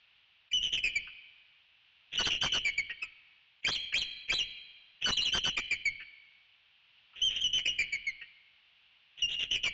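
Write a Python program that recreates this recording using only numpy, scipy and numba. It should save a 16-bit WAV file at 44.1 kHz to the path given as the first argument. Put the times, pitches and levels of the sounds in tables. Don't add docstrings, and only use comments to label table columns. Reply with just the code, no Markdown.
import sys
import numpy as np
from scipy import signal
from scipy.fft import rfft, irfft
from scipy.io import wavfile
from scipy.ndimage import uniform_filter1d, minimum_filter1d
from numba import njit

SR = 44100
rng = np.random.default_rng(int(sys.argv[2]) if len(sys.argv) > 2 else 0)


def file_out(sig):
    cols = np.atleast_2d(sig).T
    lim = np.clip(cols, -1, 1)
    pcm = np.round(lim * 32767).astype(np.int16)
    wavfile.write(sys.argv[1], SR, pcm)


N = 429093

# (frequency [Hz], gain [dB])
WOODS_SPECTRUM = [(15, -42.5), (25, -18), (54, -11), (91, -11.5), (122, -12), (319, -23), (541, -20),
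                  (814, -13.5), (1190, -13.5), (2030, -7), (2840, 3.5), (3880, -8.5), (6120, -32),
                  (7780, -56.5), (10100, -73), (17100, -120)]
# (frequency [Hz], gain [dB])
ECHO_SPECTRUM = [(100, 13), (1000, 3.5), (2300, 0.5), (2950, 2), (3150, 4.5), (3300, 3), (3650, -16),
                 (4080, 9.5), (4500, -1.5), (5200, -16.5), (6000, -33.5), (7800, -47.5)]
# (frequency [Hz], gain [dB])
PUFF_SPECTRUM = [(500, -12.5), (1500, -39), (2400, 11), (2900, 18.5), (3700, -26.5), (5500, -34.5),
                 (7500, -52.5)]
# (frequency [Hz], gain [dB])
BREATH_SPECTRUM = [(100, -3), (700, -5), (1100, -17.5), (1600, 1), (2300, 6), (3200, -19), (3900, -15.5),
                   (4500, -32.5), (5400, -17.5), (6100, -6), (7000, -34)]
# (frequency [Hz], gain [dB])
THROAT_RESPONSE = [(3500, -6), (4600, -1), (5200, -4), (5800, 2), (6400, -6), (7000, 3), (7800, -10.5)]
# (frequency [Hz], gain [dB])
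RATTLE_SPECTRUM = [(30, 7.5), (200, 6.5), (700, 3.5), (1400, 6.5), (2100, 1.5), (3000, -5), (4300, -3.5),
                   (5100, -6.5), (6100, 6), (7000, -27), (7600, -35.5)]
# (frequency [Hz], gain [dB])
SPUTTER_SPECTRUM = [(20, 5.5), (70, 0.5), (130, -8), (300, -16.5), (800, -36), (2000, -62)]

# (start [s], length [s], pitch [Hz], level [dB])
CLUCK_NOTES = [(1.072, 0.0087, 1526, -31), (2.895, 0.036, 1884, -35.5), (3.024, 0.023, 1307, -44),
               (3.923, 0.019, 1700, -28), (5.999, 0.041, 1763, -44.5), (7.131, 0.03, 1300, -59),
               (8.212, 0.037, 1870, -44)]
# (start [s], length [s], mid pitch [Hz], level [dB], hoarseness [0-1], crack [0-1])
WHISTLE_NOTES = [(0.53, 0.066, 2987, -13.5, .06, 0), (0.619, 0.081, 3070, -33.5, 0.3, 0),
                 (0.722, 0.055, 3060, -22.5, .5, 0), (2.175, 0.064, 2948, -21.5, 0.19, 0.43),
                 (2.248, 0.061, 3067, -26.5, 0.41, 0.39), (2.298, .075, 2888, -22, 0.54, 0.05),
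                 (2.409, 0.069, 3128, -19.5, 0.34, 0.68), (2.518, 0.081, 2970, -23.5, 0.3, 0.34),
                 (5.04, 0.088, 2960, -18, 0.16, 1), (5.318, 0.082, 3117, -18, 0.27, 0.56),
                 (5.436, 0.073, 3017, -20.5, 0.29, 0.35), (7.216, 0.085, 3153, -19.5, .04, 0),
                 (7.36, 0.0071, 2950, -13.5, .2, 0), (7.407, 0.039, 3203, -28, 0.1, 0.02),
                 (7.438, .046, 2988, -19.5, 0.09, 0), (7.529, 0.074, 3039, -22, 0.16, 0),
                 (7.672, 0.043, 2928, -20, 0.11, 0.01), (9.22, 0.048, 2820, -14, 0.06, 0),
                 (9.284, 0.087, 3167, -38.5, 0.81, 0), (9.391, 0.076, 3103, -33.5, 0.9, 0),
                 (9.507, .066, 2982, -23.5, 0.33, 0), (9.632, 0.049, 2912, -21.5, 0.32, 0.09)]
WHISTLE_START_HZ, WHISTLE_END_HZ = 2957, 2844
# (start [s], length [s], pitch [Hz], level [dB], hoarseness [0-1], crack [0-1])
YELP_NOTES = [(0.513, 0.023, 2340, -26, 0.3, 0), (0.772, 0.016, 2558, -19.5, 0.4, 0),
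              (0.835, .056, 2470, -21, 0.22, 0), (0.955, 0.032, 2293, -24, 0.08, 0),
              (2.457, 0.037, 2313, -31, 0.12, 0.27), (2.647, 0.059, 2283, -26.5, 0.15, 0.03),
              (2.777, 0.033, 2247, -22.5, 0.11, 0.02), (3.018, 0.035, 2540, -33, 0.15, 0.05),
              (5.567, 0.041, 2400, -22, 0.26, 0.4), (5.707, 0.047, 2322, -25.5, 0.26, 0.03),
              (5.853, 0.042, 2248, -22.5, 0.06, 0), (7.581, .022, 2293, -22, 0.44, 0.08),
              (7.654, .03, 2470, -19, 0.41, 0), (7.786, .05, 2321, -22, 0.23, 0),
              (7.923, 0.045, 2240, -29.5, 0.12, 0), (8.066, 0.042, 2139, -31, .05, 0.01),
              (9.551, 0.031, 2505, -27, 0.3, 0), (9.656, 0.039, 2346, -21, 0.2, 0.12)]
# (start [s], length [s], pitch [Hz], level [dB])
RASP_NOTES = [(2.12, 0.14, 3173, -37), (3.633, 0.028, 2695, -27.5), (4.282, 0.019, 2630, -18),
              (5.013, 0.046, 3010, -28.5), (7.153, 0.093, 3000, -45.5), (7.284, 0.14, 2973, -42),
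              (9.177, 0.054, 3110, -35)]
# (start [s], break length [s], climb level [dB], crack [0-1])
SCREAM_NOTES = [(3.645, 0.054, -16, 0.96), (3.937, .036, -18.5, 0.08), (4.295, .034, -18, 0.51)]
# (start [s], hold [s], slide [s], pitch [Hz], hold level [dB], slide level [dB], hoarseness [0-1])
SQUEAL_NOTES = [(2.232, 0.031, 0.028, 3990, -31.5, -22, 0.4), (3.715, .032, 0.033, 4180, -24, -28.5, .45),
                (3.973, .038, 0.031, 4070, -28, -28, 0.4), (4.333, 0.05, 0.053, 3967, -30, -27.5, 0.25),
                (5.117, .049, 0.054, 4000, -29, -18, .22), (5.208, 0.042, 0.069, 3990, -27, -27.5, 0.31)]

YELP_SEMITONES, RASP_SEMITONES = (.55, .077, -.97), (-.8, 0, .64)
CLIMB_HZ, BREAK_HZ = (2197, 2469, 2637), (3150, 3226, 3455)
SQUEAL_SEMITONES, SLIDE_HZ = (-.36, 0, -.48), (3400, 2900, 2927)


def undb(db):
    return 10 ** (np.asarray(db) / 20)


def unit(x):
    return x / np.sqrt(np.mean(np.abs(x) ** 2))


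def colour(x, spectrum):
    hz, db = np.transpose(spectrum)
    bins_hz = np.maximum(np.fft.rfftfreq(len(x), 1 / SR), 1)
    return irfft(rfft(x) * undb(np.interp(np.log(bins_hz), np.log(hz), db)), len(x))


def noise(spectrum):
    return unit(colour(rng.standard_normal(N), spectrum))


def flutter(hz):
    lowpass = signal.butter(4, hz, fs=SR, output="sos")
    return unit(signal.sosfilt(lowpass, rng.standard_normal(N)))


def gate(t, length_s, rise_s, fall_s):
    return (1 + np.tanh(t / rise_s - 1)) * (1 + np.tanh((length_s - t) / fall_s - 1)) / 4


def span(start_s, length_s):
    i = np.arange(int((start_s - .01) * SR), min(int((start_s + length_s + .03) * SR), N))
    return i, i / SR - start_s


def bent(hz, semitones):
    return hz * 2 ** (np.array(semitones) / 12)


@njit
def follow(x, attack_s, release_s):
    out, envelope = np.empty(len(x)), 0.
    for i in range(len(x)):
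        size = abs(x[i])
        envelope += (size - envelope) / (1 + SR * (attack_s if size > envelope else release_s))
        out[i] = envelope
    return out


def woods(level_db=-65.5, swell_db=-.53, swell_hz=1.6):
    return noise(WOODS_SPECTRUM) * undb(level_db + swell_db * flutter(swell_hz))


def tree_echo(x, far_t60_s=1.226, far_db=-21, build_s=.043, near_t60_s=.15, near_db=-14):
    t = np.arange(2 * SR) / SR
    far = colour(rng.standard_normal(len(t)), ECHO_SPECTRUM) * undb(-60 * t / far_t60_s)
    far *= 1 - np.exp(-t / build_s)
    near = colour(rng.standard_normal(len(t)), ECHO_SPECTRUM) * undb(-60 * t / near_t60_s)
    response = (undb(far_db) * unit(far) + undb(near_db) * unit(near)) / np.sqrt(len(t))
    return signal.fftconvolve(x, response)[:N]


def clucks(rough_rad=.84, rough_hz=300):
    out, stumble = np.zeros(N), flutter(rough_hz)
    puff = noise(PUFF_SPECTRUM)
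    for start_s, length_s, hz, db in CLUCK_NOTES:
        i, t = span(start_s, length_s)
        tone = np.sin(2 * np.pi * hz * t + rough_rad * stumble[i])
        out[i] += undb(db) * gate(t, length_s, rise_s=.0021, fall_s=.014) * (tone + puff[i])
    return out


def notes(climb_s=.033, break_delay_s=.018, break_db=-1.5, scream_hoarse=.19):
    for start_s, length_s, hz, db, hoarse, crack in WHISTLE_NOTES:
        yield start_s, length_s, (WHISTLE_START_HZ, hz, WHISTLE_END_HZ), db, hoarse, crack
    for start_s, length_s, hz, db, hoarse, crack in YELP_NOTES:
        yield start_s, length_s, bent(hz, YELP_SEMITONES), db, hoarse, crack
    for start_s, length_s, hz, db in RASP_NOTES:
        yield start_s, length_s, bent(hz, RASP_SEMITONES), db, 1, 0
    for start_s, length_s, db, crack in SCREAM_NOTES:
        yield start_s, climb_s, CLIMB_HZ, db, scream_hoarse, 0
        yield start_s + break_delay_s, length_s, BREAK_HZ, db + break_db, scream_hoarse, crack
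    for start_s, hold_s, slide_s, hz, db, slide_db, hoarse in SQUEAL_NOTES:
        yield start_s, hold_s, bent(hz, SQUEAL_SEMITONES), db, hoarse, 0
        yield start_s + hold_s, slide_s, SLIDE_HZ, slide_db, hoarse, 0


def overload(start_share, length_share, strength):
    out = np.zeros(N)
    for start_s, length_s, _, _, _, crack in notes():
        i, t = span(start_s, length_s)
        window = gate(t - start_share * length_s, length_share * length_s, rise_s=.0006, fall_s=.0012)
        out[i] += crack * strength * window
    return out


def eagle(jitter_hz=170, throb_db=3, throb_hz=190, rise_s=.0025, fall_s=.0075):
    buzz_gain = overload(start_share=.22, length_share=.38, strength=.62)
    rattle_gain = overload(start_share=.35, length_share=.5, strength=1.25)
    jitter, stumble = flutter(jitter_hz), flutter(200)
    unrest = unit(flutter(420) + 1j * flutter(420))
    breath = noise(BREATH_SPECTRUM)
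    rattle = noise(RATTLE_SPECTRUM) * undb(2.5 * flutter(200))
    throb = flutter(throb_hz)
    whistle, overtones, cracks = np.zeros((3, N))
    for start_s, length_s, contour_hz, db, hoarse, _ in notes():
        i, t = span(start_s, length_s)
        arc_hz = np.polyval(np.polyfit([0, .5, 1], contour_hz, 2), np.clip(t / length_s, 0, 1))
        jitter_depth = .019 * (.33 + 2.2 * hoarse)
        phase = 2 * np.pi * np.cumsum(arc_hz * (1 + jitter_depth * jitter[i])) / SR
        swing = np.cos(np.pi / 2 * hoarse) + np.sin(np.pi / 2 * hoarse) * unrest[i]
        size, angle = np.sqrt(2) * np.abs(swing), phase + np.angle(swing)
        soften = 1 + 1.8 * hoarse
        envelope = undb(db + np.sqrt(hoarse) * throb_db * throb[i])
        envelope *= gate(t, length_s, rise_s * soften, fall_s * soften)
        breath_gain = undb(-30) * (.13 + 6.4 * hoarse)
        whistle[i] += envelope * (size * np.sin(angle) + breath_gain * breath[i])
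        harmonics = undb(-15) * np.sin(2 * angle) + undb(-19.5) * np.sin(3 * angle)
        overtones[i] += envelope * size * (1 - hoarse ** 2) * harmonics
        half_phase = phase / 2 + .5 * stumble[i]
        buzz = 1.87 * np.sin(half_phase) + 1.7 * np.sin(half_phase + phase)
        cracks[i] += envelope * (buzz_gain[i] * buzz + rattle_gain[i] * rattle[i])
    voice = whistle + colour(overtones, THROAT_RESPONSE)
    return voice, (voice + cracks) / np.sqrt(1 + 2 * buzz_gain ** 2 + 2 * rattle_gain ** 2)


def scene():
    voice, at_mic = eagle()
    clucking = clucks()
    return (at_mic + clucking + tree_echo(voice + clucking) + woods())[None]


def record(dry, limit_db=-23.5, ahead_s=.043, ahead_db=-6, ramp_s=.00096, coupling_hz=260, top_hz=7750):
    limit, ahead = undb(limit_db), int(ahead_s * SR)
    peaks = follow(dry[0], attack_s=.0002, release_s=.02)
    coming = -minimum_filter1d(-peaks, ahead, origin=-(ahead // 2))
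    peaks = uniform_filter1d(np.maximum(peaks, undb(ahead_db) * coming), int(ramp_s * SR) + 1)
    limited = dry / limit / (1 + (peaks / limit) ** 4) ** .25
    limited = np.clip(limited, -1.7, 1.7)
    highpass = signal.butter(1, coupling_hz, btype="high", fs=SR, output="sos")
    distortion = .2 * signal.sosfilt(highpass, limited ** 2)
    drive = follow(limited[0], attack_s=.0017, release_s=.099)
    sputter = undb(-27) * drive ** 2 * noise(SPUTTER_SPECTRUM)
    lowpass = signal.ellip(12, .2, 80, top_hz, fs=SR, output="sos")
    return signal.sosfilt(lowpass, limit * (limited + distortion + sputter))


dry = scene()
out = record(dry)
file_out(out)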